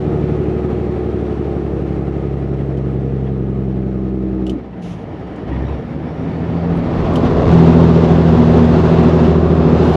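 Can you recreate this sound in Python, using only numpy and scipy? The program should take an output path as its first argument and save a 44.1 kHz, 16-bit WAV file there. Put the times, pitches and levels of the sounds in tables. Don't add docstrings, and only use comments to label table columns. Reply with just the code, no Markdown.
import sys
import numpy as np
from scipy import signal
from scipy.fft import rfft, irfft, next_fast_len
from scipy.io import wavfile
from scipy.ndimage import uniform_filter1d

SR = 44100
rng = np.random.default_rng(int(sys.argv[2]) if len(sys.argv) > 2 else 0)


def master(y):
    cut = np.clip(np.atleast_2d(y).T, -1, 1)
    pcm = np.round(cut * 32767)
    wavfile.write(sys.argv[1], SR, pcm.astype(np.int16))


N = 439236
TIME = np.arange(N) / SR
STEP = 16
COARSE = np.arange(N // STEP + 2) * STEP / SR
CYLINDERS = 6
CLUTCH_FADE_S, BRIDGE_FADE_S = 0.067, 0.093

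# (time [s], firing rate [Hz])
FIRING_RATE = [(0, 74.57), (1, 72.3), (1.5, 70.8), (3, 67.13), (4, 64.83), (4.55, 63.5), (4.8, 58.96),
               (5.05, 54.8), (5.2, 57.8), (5.45, 61.37), (5.75, 70.25), (5.95, 73.64), (6.2, 79.55),
               (6.45, 83), (6.75, 85.2), (7, 83.6), (7.4, 83.78), (8.1, 82.22), (8.7, 81.88), (9.1, 81.44),
               (9.5, 80.62), (9.96, 79.8)]
# (time [s], load [dB])
ENGINE_LOAD = [(4.6, -17), (4.95, -13), (5.12, -28), (5.4, -19), (5.55, -11), (5.85, -13), (6.05, -6.5),
               (6.4, -3.5), (6.78, -0.5), (6.9, -21)]
# (entry time [s], exit time [s])
BRIDGE_SPANS = [(7.5, 9.33), (9.74, 10.4)]


def gain_of(db):
    return 10 ** (np.asarray(db) / 20)


def unit_rms(x):
    return x / np.sqrt(np.mean(x ** 2) + 1e-20)


def follow(rows, t=TIME):
    times, *columns = np.transpose(rows)
    return [np.interp(t, times, column) for column in columns]


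def fine(curve):
    return np.interp(TIME, COARSE, curve)


def spectrum(points, hz):
    f, db = np.transpose(points)
    return np.interp(np.log(hz + 1), np.log(f + 1), db)


def bell(hz, centre, width):
    return np.exp(-.5 * ((hz - centre) / width) ** 2)


def resonance(hz, centre, width):
    return 1 / (1 + ((hz - centre) / width) ** 2)


def lift(bands, hz):
    return sum(db * bell(hz, centre, width) for centre, width, db in bands)


def ramp(t, at, fade):
    return np.clip((t - at) / fade + .5, 0, 1)


def swell(t, at, half_length):
    return np.exp(-((t - at) / half_length) ** 2)


def noise(colour):
    size = next_fast_len(N, True)
    white = rfft(rng.standard_normal(size))
    return unit_rms(irfft(white * colour(np.fft.rfftfreq(size, 1 / SR)), size)[:N])


def drift(rate):
    smooth = signal.resample(rng.standard_normal(512), 4096)
    return unit_rms(np.interp(COARSE * rate, np.arange(4096) / 8, smooth))


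def braking(t, off_s=4.59, fade=0.15):
    return 1 - ramp(t, off_s, fade)


def coasting(t, throttle_s=6):
    return (1 - braking(t)) * (1 - ramp(t, throttle_s, CLUTCH_FADE_S))


def clutch(t, start_s=5.47, end_s=5.78):
    return ramp(t, start_s, CLUTCH_FADE_S) - ramp(t, end_s, CLUTCH_FADE_S)


def outside(t, midpoint_s=6.93, fade=.2):
    return 1 / (1 + np.exp((midpoint_s - t) / fade))


def bridge_face(t):
    return swell(t, at=7.47, half_length=0.073)


def underpass(t):
    return ramp(t, BRIDGE_SPANS[0][0], BRIDGE_FADE_S)


def overhead(t):
    return sum(ramp(t, enter, BRIDGE_FADE_S) - ramp(t, leave, BRIDGE_FADE_S)
               for enter, leave in BRIDGE_SPANS)


def firing_count(wobble=.001):
    rate = follow(FIRING_RATE, COARSE)[0] * (1 + wobble * drift(9))
    return np.cumsum(rate) * STEP / SR


def lope(line, midway_db, other_db, octave_db):
    if line % CYLINDERS == 0:
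        return 0
    base_db = other_db if line % (CYLINDERS // 2) else midway_db
    return min(0, base_db + octave_db * np.log2(line / CYLINDERS))


def cab_level(line, rate, midway_db=8.5, shudder_db=13.5, bass_hz=133.7,
              lope_db_per_hz=0.97, lope_from_hz=69.85):
    # (frequency [Hz], level [dB])
    drone = [(55, -35.5), (62, -26.5), (68, -25.5), (100, -25.5), (200, -32.5), (400, -34.5), (500, -50),
             (560, -47), (700, -51.5), (900, -56.5)]
    # (frequency [Hz], width [Hz], gain [dB])
    standing_waves = [(109.2, 7.3, 9.5), (125, 2.4, -9.5), (134.2, 3.9, 7.5), (144.6, 1.3, -8),
                      (148, 1.1, 8.5), (174.35, 5.25, 14.5), (193.7, 6, 9.5), (235, 16, 3),
                      (290, 17.4, -5.5), (312.8, 10.8, 15), (333.6, 7, -6.5), (366.8, 11.1, 10.5),
                      (415, 4.7, 2), (429.5, 5.9, 10), (468.5, 5.7, 11.5)]
    # (frequency [Hz], gain [dB])
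    power_tone = [(60, 2), (85, -0.5), (112, -7.5), (130, -2), (150, 6), (160, 9.5), (168, 6), (175, 2.5),
                  (198, -6), (255, 1.5), (320, -13.5), (450, -6)]
    hz, brake = rate * line / CYLINDERS, braking(COARSE)
    bass = 1 / (1 + (hz / bass_hz) ** 8)
    midway = line % CYLINDERS == CYLINDERS // 2
    power_db = follow(ENGINE_LOAD, COARSE)[0] + midway_db * midway * bass + spectrum(power_tone, hz)
    db = spectrum(drone, hz) + lift(standing_waves, hz)
    db += lope(line, midway_db=-17, other_db=-18.5, octave_db=3.55)
    db += (1 - brake) * power_db + clutch(COARSE) * shudder_db * bass
    if line % CYLINDERS:
        db += brake * lope_db_per_hz * (rate - lope_from_hz)
    return db


def outside_level(line, rate, walls_db=2.5, boom_lag_s=0.067):
    # (frequency [Hz], level [dB])
    drone = [(60, -23), (82, -20.5), (97, -23), (120, -19.5), (124.5, -13.5), (136, -18.5), (200, -22.5),
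             (325, -32), (375, -27.5), (430, -26), (520, -40), (700, -46.5), (900, -53.5)]
    # (frequency [Hz], width [Hz], gain [dB])
    standing_waves = [(171.3, 4.83, 16), (364.3, 16.7, 12), (551, 5, 14), (714, 16, 10)]
    # (frequency [Hz], width [Hz], gain [dB])
    face_boom = [(125, 10, 6.8)]
    hz = rate * line / CYLINDERS
    db = spectrum(drone, hz) + lope(line, midway_db=-10.5, other_db=-15.5, octave_db=1.24)
    db += underpass(COARSE) * (walls_db + lift(standing_waves, hz))
    return db + bridge_face(COARSE - boom_lag_s) * lift(face_boom, hz)


def exhaust(firings, top_line=68, bark_lead=0.1364, blow_spread=1.2, lope_spread=1.0, uneven_db=1.37):
    rate, outdoors = follow(FIRING_RATE, COARSE)[0], outside(COARSE)
    firing_waver, lope_waver = 0.021 + 0.099 * outdoors, .16 + .02 * outdoors
    sound = 0
    for line in range(CYLINDERS - 1, top_line + 1):
        if line % CYLINDERS:
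            bark = np.pi / 2 + 2 * np.pi * bark_lead * line / CYLINDERS
            phase = bark + (lope_spread + outdoors) * rng.standard_normal() + lope_waver * drift(7)
            unsteady = (1 + lope_waver * drift(8)) * gain_of(uneven_db * rng.standard_normal())
        else:
            phase = np.pi * (1 - outdoors) + (blow_spread + outdoors) * rng.uniform(-1.02, 1)
            unsteady = 1 + firing_waver * drift(14)
        cab_power = (1 - outdoors ** 2) * gain_of(cab_level(line, rate)) ** 2
        outside_power = outdoors ** 2 * gain_of(outside_level(line, rate)) ** 2
        amplitude = np.sqrt(2 * (cab_power + outside_power)) * unsteady
        sound += amplitude * np.cos(2 * np.pi * line * firings / CYLINDERS + phase)
    return signal.resample_poly(sound, STEP, 1, window=("kaiser", 10))[:N]


def rush_colour(hz, t):
    # (frequency [Hz], level [dB])
    cab_braking = [(25, -9), (55, -3), (85, 3), (120, 8.5), (200, 8.5), (270, 7.5), (360, 9), (470, 7.5),
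                   (600, 1.3), (800, -1.5), (1000, -7), (2000, -15), (3500, -25), (6000, -37), (11000, -50),
                   (12300, -54), (13500, -76)]
    # (frequency [Hz], level [dB])
    cab_pulling = [(25, -10.5), (55, 1), (100, 14.5), (200, 11.5), (300, 13), (450, 7), (700, 3.5),
                   (1000, -6), (1500, -9.5), (2000, -12), (3500, -22.5), (6000, -36.5), (11000, -51),
                   (12300, -54.5), (13500, -76)]
    # (frequency [Hz], width [Hz], braking gain [dB], pulling gain [dB])
    modes = [(460, 17, 1, 2), (466.5, 8.4, 6, 4.5), (499, 12, -5, -5), (775, 18, 2.5, 4),
             (960, 57, -3, 2.5), (1253, 19, 6.5, 3.5), (1560, 73, -2.5, -2.5), (1820, 70, -0.5, 2.5),
             (2250, 26, -0.5, 2), (3600, 180, -0.5, -0.5), (4550, 130, -1, 1.5), (5050, 170, -2.5, 0.5),
             (5600, 260, 1.5, 2), (8500, 470, -0.5, -4.5), (9500, 500, 2.5, 3.5)]
    # (frequency [Hz], level [dB])
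    open_air = [(25, -3), (55, 4.5), (100, 7), (200, 10), (320, 8.5), (430, 8), (600, 4.5), (1100, -3.5),
                (1600, -12), (2400, -19), (2700, -17.5), (3000, -21), (3500, -21), (5500, -32),
                (7500, -40.5), (8300, -47), (10000, -55.5), (12500, -60), (15000, -73)]
    # (frequency [Hz], width [Hz], gain [dB])
    tyre_roar = [(650, 59, 2.5), (890, 73, -3), (1150, 150, 4)]
    braking_db = spectrum(cab_braking, hz) + lift([(f, width, db) for f, width, db, _ in modes], hz)
    pulling_db = spectrum(cab_pulling, hz) + lift([(f, width, db) for f, width, _, db in modes], hz)
    cab_db = braking(t) * braking_db + (1 - braking(t)) * pulling_db
    outside_db = spectrum(open_air, hz) + (1 - overhead(t)) * lift(tyre_roar, hz)
    colour = gain_of((1 - outside(t)) * cab_db + outside(t) * outside_db)
    midrange = (hz > 500) & (hz < 2000)
    return colour / np.sqrt((colour ** 2 * midrange).mean(0))


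def treble_shelf(hz, t, corner_hz=2200, cab_db=-1.5, coast_db=0.5, open_db=-1, bridge_db=1.06):
    inside_db = cab_db + coast_db * coasting(t)
    outside_db = open_db + (bridge_db - open_db) * overhead(t)
    shelf_db = (1 - outside(t)) * inside_db + outside(t) * outside_db
    return shelf_db * hz ** 2 / (hz ** 2 + corner_hz ** 2)


def rush(firings, level_db=-.5, clutch_db=2.5, patchy_db=0.7, flicker_db=0.79,
         low_throb=0.15, high_throb=0.044, face_throb=0.35, split_hz=700):
    # (time [s], level [dB])
    levels = [(0, -32), (1.4, -33), (3.7, -39), (4.56, -39), (4.66, -41.5), (5.05, -37.5), (5.25, -35.5),
              (5.95, -34.5), (6.25, -31.5), (6.7, -29), (7.15, -22), (7.38, -20.5), (7.52, -19), (7.7, -22),
              (9.05, -21), (9.45, -23), (9.96, -21)]
    hz, t, frames = signal.stft(rng.standard_normal(N), SR, nperseg=2048, noverlap=1024)
    hz = hz[:, None]
    patches = uniform_filter1d(rng.standard_normal(frames.shape), size=16, axis=0)
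    patches = unit_rms(uniform_filter1d(patches, size=4, axis=1))
    db = follow(levels, t)[0] + clutch_db * clutch(t) + treble_shelf(hz, t) + patchy_db * patches
    frames = frames * rush_colour(hz, t) * gain_of(db)
    sound = signal.istft(frames, nperseg=2048, noverlap=1024)[1][:N]
    lows = signal.sosfiltfilt(signal.butter(2, split_hz, fs=SR, output="sos"), sound)
    growl = high_throb + face_throb * bridge_face(TIME)
    throb = np.cos(2 * np.pi * fine(firings)) * (low_throb * lows + growl * (sound - lows))
    return (sound + throb) * fine(gain_of(level_db + flicker_db * drift(40)))


def tyres(hum_hz=237, second_hz=251, width=2.5, second_db=-5, outside_db=-23, deck_db=5, cab_db=-42):
    hum = noise(lambda f: resonance(f, hum_hz, width)
                + gain_of(second_db) * resonance(f, second_hz, width))
    first_deck = underpass(COARSE) - ramp(COARSE, BRIDGE_SPANS[0][1], BRIDGE_FADE_S)
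    return hum * fine(gain_of(cab_db) + outside(COARSE) * gain_of(outside_db + deck_db * first_deck))


def panel():
    # (frequency [Hz], width [Hz], level [dB])
    modes = [(1000, 110, 7), (1923, 190, -1), (2650, 180, -10), (3350, 170, -11)]
    return noise(lambda f: sum(gain_of(db) * resonance(f, hz, width) for hz, width, db in modes))


def trim_knocks():
    # (time [s], level [dB], half length [s])
    knocks = [(2.613, -43, .01), (3.275, -41.5, .012), (4.735, -45, .01), (4.986, -44, .01),
              (5.528, -35, 0.019), (5.567, -31, 0.0053), (5.68, -45, 0.0091), (5.717, -44, .01)]
    envelope = sum(gain_of(db) * np.exp(-abs(COARSE - at) / length) for at, db, length in knocks)
    return panel() * fine(envelope)


def clicks(tick_db=-11, ring_db=-6, tail_db=-15, tail_t60=0.17, rise_s=0.00027, detune=0.018):
    # (time [s], level [dB], 60 dB decay time [s])
    impacts = [(2.771, -44, 0.08), (4.4657, -29.5, 0.053), (4.4955, -26.5, 0.045), (5.36, -45, 0.06),
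               (7.136, -36, 0.05), (7.157, -22.5, .055)]
    # (frequency [Hz], level [dB])
    contact = [(1500, -20), (2500, -2.5), (3200, 3), (4100, -6.5), (7400, -10), (8500, -15), (10500, -19),
               (13000, -25), (16000, -52)]
    # (frequency [Hz], level [dB])
    modes = [(2890, -1), (3110, 0.5), (3520, -8), (4560, -14), (5260, -15), (6100, -17), (7350, -18),
             (9700, -25)]
    tick, sound = noise(lambda f: gain_of(spectrum(contact, f))), np.zeros(N)
    age = TIME[:SR // 4]
    attack, wash = 1 - np.exp(-age / rise_s), gain_of(tail_db - 60 * age / tail_t60)
    for at, db, t60 in impacts:
        span = round(at * SR) + np.arange(len(age))
        detuned = [(hz * (1 + detune * rng.standard_normal()), mode_db) for hz, mode_db in modes]
        ring = sum(gain_of(mode_db) * np.sin(2 * np.pi * hz * age) for hz, mode_db in detuned)
        decay = gain_of(-60 * age / t60)
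        click = gain_of(ring_db) * ring * decay + gain_of(tick_db) * tick[span] * (decay + wash)
        sound[span] += gain_of(db) * attack * click
    return sound


def thumps(centre_hz=270, width=60):
    # (time [s], level [dB], half length [s])
    jolts = [(4.565, -21, 0.03), (5.527, -28, 0.043)]
    body = noise(lambda f: resonance(f, centre_hz, width))
    return body * fine(sum(gain_of(db) * swell(COARSE, at, length) for at, db, length in jolts))


def fan(firings, per_firing=3.3, level_db=-31.5, waver=0.26):
    load_db = follow(ENGINE_LOAD, COARSE)[0]
    level = gain_of(level_db + .5 * load_db) * (1 - braking(COARSE)) * (1 - outside(COARSE))
    tone = np.sqrt(2) * np.sin(2 * np.pi * per_firing * fine(firings))
    return tone * fine(level * (1 + waver * drift(12)))


def driveline(coast_hz=62, coast_db=-40, pull_hz=119.8, pull_db=-32, waver=.2):
    pulling = ramp(COARSE, at=6.1, fade=.12) * (1 - outside(COARSE))
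    hums = [(coast_hz, coast_db, coasting(COARSE)), (pull_hz, pull_db, pulling)]
    return sum(np.sqrt(2) * np.sin(2 * np.pi * hz * TIME)
               * fine(gain_of(db) * on * (1 + waver * drift(9.3))) for hz, db, on in hums)


def turbo(width=130):
    # (time [s], frequency [Hz], level [dB])
    spool = [(4.7, 12700, -110), (5, 12300, -89), (5.6, 11500, -93), (6.3, 11260, -110), (7.6, 12380, -94),
             (8.4, 13750, -90), (9, 14380, -87), (9.96, 15220, -90)]
    hz, db = follow(spool)
    carrier = np.sqrt(2) * np.cos(2 * np.pi * np.cumsum(hz) / SR)
    return noise(lambda f: bell(f, 0, width)) * carrier * gain_of(db)


def air_valve():
    # (frequency [Hz], level [dB])
    jet = [(800, -20), (2000, 2), (3000, 6), (4500, -5), (6300, -3), (8300, -17), (9600, -12), (11500, -21),
           (14000, -40)]
    # (time [s], level [dB])
    flow = [(4.80, -80), (4.825, -48), (4.86, -48), (4.93, -49), (4.97, -57), (5.04, -61)]
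    valve_open = (TIME > flow[0][0]) & (TIME < flow[-1][0])
    return noise(lambda f: gain_of(spectrum(jet, f))) * gain_of(follow(flow)[0]) * valve_open


def intake_whines(width=140):
    # (time [s], level [dB], half length [s], frequency [Hz], glide [Hz/s])
    whines = [(5.25, -61, 0.35, 3000, 0), (5.703, -56, 0.055, 3740, -1500), (5.82, -58, .033, 3270, -1500),
              (5.72, -69, .16, 5550, -1600), (6.142, -66, .16, 5520, 1501), (6.152, -62, .18, 3480, 701),
              (6.37, -63, .08, 4510, 1), (6.6, -62, 0.084, 4520, 1)]
    fuzz, sound = noise(lambda f: bell(f, 0, width)), np.zeros(N)
    for at, db, length, hz, glide in whines:
        near = abs(TIME - at) < 3 * length
        t = TIME[near] - at
        carrier = np.sqrt(2) * np.cos(2 * np.pi * (hz + glide * t / 2) * t)
        sound[near] += carrier * fuzz[near] * gain_of(db) * swell(t, 0, length)
    return sound


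def trim_buzz(firings, level_db=-37, decay_firings=0.13):
    shakes = np.exp(-(firings % 1) / decay_firings)
    return panel() * fine(gain_of(level_db) * clutch(COARSE) * shakes)


def wind(corner_hz=115, low_hz=50, buffet_db=-44, waver_db=2):
    # (time [s], level [dB], half length [s])
    gusts = [(6.8, -27, 0.095), (7.0, -20.5, 0.086), (7.355, -21, 0.086), (7.48, -19.5, 0.07)]
    rumble = noise(lambda f: f ** 2 / (f ** 2 + low_hz ** 2) / (1 + (f / corner_hz) ** 3))
    surges = sum(gain_of(db) * swell(COARSE, at, length) for at, db, length in gusts)
    envelope = gain_of(buffet_db) * outside(COARSE) + surges
    return rumble * fine(envelope * gain_of(waver_db * drift(15)))


def squeaks(pitch_hz=9300, width=260, half_length_s=.008):
    # (time [s], level [dB])
    pulses = [(6.755, -68), (6.775, -61)]
    tone = noise(lambda f: bell(f, pitch_hz, width))
    return tone * sum(gain_of(db) * swell(TIME, at, half_length_s) for at, db in pulses)


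def wide_road():
    # (frequency [Hz], level [dB])
    colour = [(25, -27.5), (100, -11.5), (380, -14.5), (700, -20.5), (1300, -25.5), (2400, -28.5),
              (4400, -30.5), (8000, -47), (15000, -72)]
    # (time [s], level [dB])
    levels = [(0, -85.5), (6.3, -80), (6.8, -73), (8.7, -72), (9.2, -45.5), (9.6, -40.5), (9.96, -36.5)]
    return noise(lambda f: gain_of(spectrum(colour, f))) * gain_of(follow(levels)[0])


def thin_hiss(centre_hz=9500, width=2300, level_db=-62):
    hiss = noise(lambda f: bell(f, centre_hz, width))
    return hiss * gain_of(level_db) * ramp(TIME, at=9.84, fade=.04)


def scene():
    firings = firing_count()
    engine = exhaust(firings) + fan(firings) + turbo() + driveline()
    road = rush(firings) + wind() + tyres() + thin_hiss()
    cab = (clicks() + trim_knocks() + trim_buzz(firings) + thumps()
           + air_valve() + squeaks() + intake_whines())
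    centre, side = engine + road + cab, wide_road()
    return np.array([centre + side, centre - side])


def record(dry):
    knee, cutoff_hz = .96, 15800
    excess = np.maximum(abs(dry) - knee, 0)
    clipped = np.sign(dry) * (abs(dry) - excess + (1 - knee) * np.tanh(excess / (1 - knee)))
    faded = clipped * signal.windows.tukey(N, .001)
    lowpass = signal.firwin(255, cutoff_hz, window=("kaiser", 9), fs=SR)
    return signal.oaconvolve(faded, lowpass[None], "same")


dry = scene()
out = record(dry)
master(out)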